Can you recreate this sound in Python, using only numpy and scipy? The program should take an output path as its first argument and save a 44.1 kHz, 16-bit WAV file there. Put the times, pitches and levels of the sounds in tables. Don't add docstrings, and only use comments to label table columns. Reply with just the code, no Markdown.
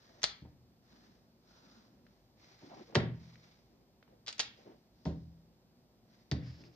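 import sys
import numpy as np
from scipy import signal
from scipy.fft import rfft, irfft
from scipy.io import wavfile

SR = 44100
rng = np.random.default_rng(int(sys.argv[2]) if len(sys.argv) > 2 else 0)


def log_audio(samples):
    frames = np.atleast_2d(samples).T
    limited = np.clip(frames, -1, 1)
    pcm = np.round(limited * 32767).astype(np.int16)
    wavfile.write(sys.argv[1], SR, pcm)


N = 297675
TIME = np.arange(N) / SR
AGE = TIME[:SR]

# frequency_hz, relative_db
ROOM_TONE_COLOUR = [(15, -45), (25, -13), (54, -1.5), (82, -15), (113, -2), (141, -7), (244, -4),
                    (269, -11), (390, -11), (420, -19), (475, -14), (742, -17.5), (1340, -27.5),
                    (2970, -32), (5000, -27), (9270, -45.5), (12100, -66), (20400, -120)]
SLEEVE_COLOUR = [(100, -9.5), (400, 1.5), (900, 1.5), (1400, -3), (2000, -5), (2800, -7.5), (4000, 0),
                 (5200, 1.5), (6200, -6), (7200, -13.5), (8500, -35), (12000, -56.5)]
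FINGER_COLOUR = [(60, -19), (200, -1.5), (340, -5.5), (480, -8.5), (620, -6.5), (790, -8), (1200, -15),
                 (2500, -20), (6000, -30.5), (10000, -70.5)]
SCRAPE_COLOUR = [(200, 5), (900, -4.5), (1800, -7), (2300, -7), (3100, -6.5), (4200, -8.5), (5100, -5),
                 (6000, -15.5), (7200, -21), (9000, -53)]
THUD_COLOUR = [(30, -43.5), (60, -13.5), (100, -2), (220, -3), (400, -3.5), (900, -16), (2000, -17),
               (4000, -32), (9000, -59)]
CLACK_COLOUR = [(60, -14), (250, -12.5), (550, -6.5), (1000, -8), (1900, -2), (2700, -2), (3500, 1.5),
                (5000, 0.5), (6200, -2.5), (7300, -7), (8200, -18), (9200, -15.5), (10000, -38.5),
                (14000, -61.5)]
# frequency_hz, t60_s
ROOM_DECAY = [(100, 0.74), (250, .5), (600, 0.22), (1500, 0.45), (3700, 0.32), (8000, 0.16)]
# frequency_hz, correlation
STEREO_LIKENESS = [(100, 0.92), (300, 0.91), (600, 0.93), (1200, 0.0025), (2500, 0.019), (5000, 0.71)]
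# pitch_hz, rms_db
WHINE_TONES = [(9000, -103.5), (10500, -104), (12000, -91.5), (13500, -102)]

# start_s, length_s, level_db, resonance_hz
SLEEVE_STROKES = [(-0.1, 0.33, -69, 1750), (0.81, 0.23, -69, 1705), (1.41, 0.36, -67.5, 1410),
                  (2.02, .15, -80.5, 1980), (2.35, 0.5, -66, 2140), (3.12, 0.38, -69, 2180),
                  (4.52, 0.049, -66.5, 2180), (4.9, 0.32, -79.5, 4800), (6.05, 0.1, -71.5, 1994)]
FINGER_STROKES = [(0.07, 0.12, -76, 603), (0.88, 0.27, -77.5, 227), (1.55, 0.55, -78, 230),
                  (2.615, 0.06, -67.5, 310), (2.69, 0.05, -63.5, 760), (2.755, 0.05, -63, 350),
                  (2.87, 0.07, -66.5, 420), (3.69, 0.15, -80.5, 328), (4.06, 0.092, -77.5, 470),
                  (4.56, 0.057, -74, 490), (4.645, 0.075, -66, 387), (6.57, 0.13, -70.5, 300)]
SCRAPE_STROKES = [(6.39, 0.033, -68, 1900), (6.43, 0.17, -70, 5100)]

# pitch_hz, relative_db, t60_s
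BOARD_MODES = [(80.7, -2, 0.64), (121, 2, 0.42), (165.1, -0.5, 0.77), (205.5, -3, .45), (267.5, -7, .33),
               (298.7, -6, 0.6), (412.4, -12.5, 0.26), (511, -10.5, 0.39), (582, -9, .26), (647.3, -4, .22),
               (760, -3.5, .2), (921, -0.5, 0.13), (1050, -8.5, .13), (1253, -15.5, .22)]
FRAME_MODES = [(580, -2, 0.11), (1399, -9, 0.086), (2100, -4, 0.091), (2328, -4, .06), (3000, -6.5, 0.028),
               (3750, -1, 0.041), (3754, 0, 0.07), (3920, -5.5, 0.062), (4480, -4, 0.042), (4800, 1, .05),
               (4830, -2, .05), (5700, -3, .04), (8580, -1.5, 0.031)]
# start_s, level_db, push_hz, place
ARM_NUDGES = [(0.418, -18, 131, .32), (0.449, -31.5, 396, 0), (1.924, -36.5, 194, 0.3),
              (2.622, -31, 350, 0.07)]
# start_s, tap_db, tap_hz, jangle_db, jangle_ms, knock_db, knock_hz,
# weight_lag_s, weight_db, weight_hz, weight_thud_db, place
TABLE_BLOWS = [(2.9527, -10.5, 1120, -17.5, 6.7, -1, 432, 0.0097, -2, 214, 2.5, .23),
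               (5.0530, -39.5, 5270, -33.5, 34, -10.5, 276, .0120, -6.5, 168.6, -5, 0.46),
               (6.3136, -24.5, 4670, -27, 7, -18, 373, 0.00076, -3, 146, 0.5, 0.27)]
# start_s, level_db, ring_hz
JOINT_TICKS = [(2.066, -49.5, 1720), (2.925, -38, 800), (3.002, -32, 2100), (3.356, -45.5, 1900),
               (4.027, -42, 1470), (4.078, -46.5, 996), (4.3271, -30.5, 7900), (4.431, -32.5, 3700),
               (6.638, -47, 2620)]
# catch_s, catch_db, travel_to_stop_s, stop_db, stop_chatter_ms
LOCK_SNAPS = [(0.2313, -16.5, .0086, -7.5, 1.3), (4.3941, -15.5, .0048, -14, 5.5)]


def from_db(db):
    return 10 ** (np.asarray(db) / 20)


def unit(x):
    return x / np.sqrt(np.sum(x ** 2, axis=-1, keepdims=True) + 1e-20)


def at_hz(points, hz):
    frequencies, values = np.transpose(points)
    return np.interp(np.log(hz + 1), np.log(frequencies), values)


def add(track, start_s, sound):
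    start = round(start_s * SR)
    track[:, start:start + sound.shape[-1]] += sound[..., :N - start]


def dying(t60, age):
    return np.exp(-np.log(1000) * age / t60)


def ring(hz, t60, age):
    return np.sin(2 * np.pi * hz * age) * dying(t60, age)


def soften(x, hz):
    return signal.sosfilt(signal.butter(2, min(hz, SR / 2 - 1), fs=SR, output="sos"), x)


def colour(x, spectrum):
    size = 4096
    gains = from_db(at_hz(spectrum, np.fft.rfftfreq(size, 1 / SR)))
    cepstrum = irfft(np.log(gains))
    cepstrum[1:size // 2] *= 2
    cepstrum[size // 2 + 1:] = 0
    response = irfft(np.exp(rfft(cepstrum)))
    return signal.oaconvolve(x, response[None], axes=-1)[:, :x.shape[-1]]


def diffuse(size):
    mid, side = rfft(rng.standard_normal((2, size)))
    alike = np.clip(at_hz(STEREO_LIKENESS, np.fft.rfftfreq(size, 1 / SR)), -1, 1)
    return irfft(np.sqrt((1 + alike) / 2) * mid + np.sqrt((1 - alike) / 2) * side * [[1], [-1]], size)


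def noise(spectrum):
    return unit(colour(diffuse(N), spectrum)) * np.sqrt(N)


def off_axis(x, lag_s):
    return np.array([np.interp(TIME + side * lag_s / 2, TIME, channel, left=0)
                     for side, channel in zip((1, -1), x)])


def room_tone():
    return off_axis(from_db(-67) * noise(ROOM_TONE_COLOUR), lag_s=0.0001)


def room(x, wet_db, build_s):
    hz, white = np.fft.rfftfreq(SR, 1 / SR), rfft(diffuse(SR))
    centres = np.geomspace(62.5, 16000, 9)
    tail = np.zeros((2, SR))
    for centre, share in zip(centres, np.eye(len(centres))):
        octave = irfft(white * at_hz(np.c_[centres, share], hz), SR)
        tail += octave * dying(at_hz(ROOM_DECAY, centre), AGE)
    tail = unit(tail * (1 - np.exp(-AGE / build_s)) ** 2)
    return x + from_db(wet_db) * signal.fftconvolve(x, tail, axes=-1)[:, :N]


def wall_echo(x, delay_s, echo_db, lag_s):
    echo = [np.interp(TIME - delay_s, TIME, channel, left=0) for channel in x]
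    return x + from_db(echo_db) * off_axis(echo, lag_s)


def rubbing(strokes, spectrum, attack_s, release_t60, resonance_db, q, grain_db, grains_per_s):
    knots = np.cumsum(rng.exponential(1, N // 20)) / grains_per_s
    grain = from_db(grain_db * np.interp(TIME, knots, rng.standard_normal(len(knots))))
    friction, out = noise(spectrum), np.zeros((2, N))
    for start_s, length_s, db, hz in strokes:
        during = (TIME > start_s) & (TIME < start_s + length_s + release_t60)
        age, rub = TIME[during] - start_s, friction[:, during]
        swell = np.minimum(age / attack_s, 1) * dying(release_t60, np.maximum(age - length_s, 0))
        resonance = unit(signal.lfilter(*signal.iirpeak(hz, q, fs=SR), rub)) * np.sqrt(len(age))
        out[:, during] += from_db(db) * swell * (rub + from_db(resonance_db) * resonance)
    return out * grain


def board_push(modes, push_hz, place, thud_db, bass_db=1.5):
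    shapes = np.ones(len(modes))
    shapes[:3] = from_db(bass_db) * np.abs(np.sin(np.pi * place * np.arange(1, 4)))
    board = from_db(-31.5) * shapes @ modes
    push = from_db(-19.5) * ring(push_hz, t60=8.8 / push_hz, age=AGE)
    damped_modes = colour(diffuse(SR) * dying(t60=.3, age=AGE), THUD_COLOUR)
    thud = from_db(thud_db) * unit(damped_modes)
    cutoff_hz = 440 * (push_hz / 200) ** 2.03
    return soften(board + push + thud, cutoff_hz)


def table_thumps():
    out = np.zeros((2, N))
    modes = np.array([from_db(db) * ring(hz, t60, AGE) * (-1) ** k
                      for k, (hz, db, t60) in enumerate(BOARD_MODES)])
    for start_s, *_, knock_db, knock_hz, lag_s, weight_db, weight_hz, thud_db, place in TABLE_BLOWS:
        knock = board_push(modes, knock_hz, place, thud_db=2.5, bass_db=-27.5)
        weight = board_push(modes, weight_hz, place, thud_db)
        add(out, start_s + .0015, from_db(knock_db) * knock)
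        add(out, start_s + lag_s, from_db(weight_db) * weight)
    for start_s, db, push_hz, place in ARM_NUDGES:
        add(out, start_s, from_db(db) * board_push(modes, push_hz, place, thud_db=0))
    return out


def strike(track, start_s, db, ring_hz, ring_db, chatter_ms, cutoff_hz=13500, pan_db=0):
    age = AGE[:SR // 5]
    crack = from_db(-9.5) * (age == 0)
    part = from_db(ring_db) * unit(ring(ring_hz, t60=.0052, age=age))
    bounces = from_db(7.5) * unit(diffuse(len(age)) * np.exp(-age * 1000 / chatter_ms))
    modes = np.array([from_db(mode_db) * ring(hz, t60, age) for hz, mode_db, t60 in FRAME_MODES])
    strengths = from_db(rng.normal(0, 1.8, (2, len(modes)))) * rng.choice([-1, 1], (2, len(modes)))
    frame = from_db(-10.5) * unit(strengths @ modes)
    gains = from_db(db + np.array([[pan_db], [-pan_db]]) / 2)
    add(track, start_s, gains * soften(crack + part + bounces + frame, cutoff_hz))


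def taps_and_jangles(cutoff_hz=6700):
    out = np.zeros((2, N))
    for start_s, tap_db, tap_hz, jangle_db, jangle_ms, *_ in TABLE_BLOWS:
        tap = dict(ring_hz=tap_hz, chatter_ms=1.6, cutoff_hz=cutoff_hz)
        if tap_db > -14:
            strike(out, start_s - .005, tap_db - 18.5, ring_db=-5, **tap)
        strike(out, start_s, tap_db, ring_db=3.5, **tap)
        ring_db = 10 + .6 * (jangle_db + 16.5)
        strike(out, start_s + .0045, jangle_db, ring_hz=1900, ring_db=ring_db,
               chatter_ms=jangle_ms, cutoff_hz=cutoff_hz)
    return out


def loose_joints(shudder_peak_s=4.28, gap_s=.0083, rise_db=7.5, fall_db=4):
    out = np.zeros((2, N))
    for touch in range(-2, 4):
        db = -22 + min(touch * rise_db, -touch * fall_db)
        strike(out, shudder_peak_s + touch * gap_s, db, ring_hz=4750, ring_db=-3.5,
               chatter_ms=6.6, cutoff_hz=7400)
    for start_s, db, hz in JOINT_TICKS:
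        strike(out, start_s, db, hz, ring_db=1.5, chatter_ms=2.8, cutoff_hz=1.6 * hz)
    return out


def lock_clacks():
    out = np.zeros((2, N))
    for catch_s, catch_db, travel_s, stop_db, stop_ms in LOCK_SNAPS:
        graze_s, stop_s = catch_s - .0133, catch_s + travel_s
        rebound_s = stop_s + .0037
        strike(out, graze_s, catch_db - 19.5, ring_hz=6300, ring_db=-5, chatter_ms=8, pan_db=1)
        strike(out, catch_s, catch_db, ring_hz=6300, ring_db=2, chatter_ms=6, pan_db=-1)
        strike(out, stop_s, stop_db, ring_hz=4700, ring_db=-2, chatter_ms=stop_ms, pan_db=1)
        strike(out, rebound_s, catch_db - 2, ring_hz=3350, ring_db=0, chatter_ms=7.5, pan_db=-1)
    return out


def scene():
    metal = from_db(7) * colour(lock_clacks() + loose_joints() + taps_and_jangles(), CLACK_COLOUR)
    metal = off_axis(metal, lag_s=.00005)
    metal = wall_echo(metal, delay_s=.0063, echo_db=-12.5, lag_s=.0003)
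    metal = room(metal, wet_db=-11, build_s=.0037)
    wood = room(off_axis(table_thumps(), lag_s=.00014), wet_db=-14, build_s=.011)
    sleeves = rubbing(SLEEVE_STROKES, SLEEVE_COLOUR, attack_s=.099, release_t60=.85,
                      resonance_db=-10, q=4.5, grain_db=2.17, grains_per_s=170)
    scrape = rubbing(SCRAPE_STROKES, SCRAPE_COLOUR, attack_s=.032, release_t60=.98,
                     resonance_db=-1.5, q=3, grain_db=3, grains_per_s=77)
    fingers = rubbing(FINGER_STROKES, FINGER_COLOUR, attack_s=.028, release_t60=.23,
                      resonance_db=7, q=3, grain_db=1.5, grains_per_s=74)
    handling = scrape + off_axis(sleeves + fingers, lag_s=.00034)
    air = room_tone()
    preamp_hiss = from_db(-92) * rng.standard_normal((2, N))
    return preamp_hiss + air + handling + wood + metal


def microphone_ports(x, hz, width_hz, count):
    radius = np.exp(-np.pi * width_hz / SR)
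    poles = [1, -2 * radius * np.cos(2 * np.pi * hz / SR), radius ** 2]
    all_pass = poles[::-1] + poles
    return signal.sosfilt([all_pass] * count, x)


def record(dry):
    low_cut = signal.butter(8, 48, "high", fs=SR, output="sos")
    high_cut = signal.ellip(10, .1, 80, 14000, fs=SR, output="sos")
    smeared = microphone_ports(dry, hz=4170, width_hz=1400, count=3)
    whine = sum(from_db(db) * np.sqrt(2) * np.sin(2 * np.pi * hz * TIME) for hz, db in WHINE_TONES)
    return signal.sosfilt(high_cut, signal.sosfilt(low_cut, smeared) + whine)


dry = scene()
out = record(dry)
log_audio(out)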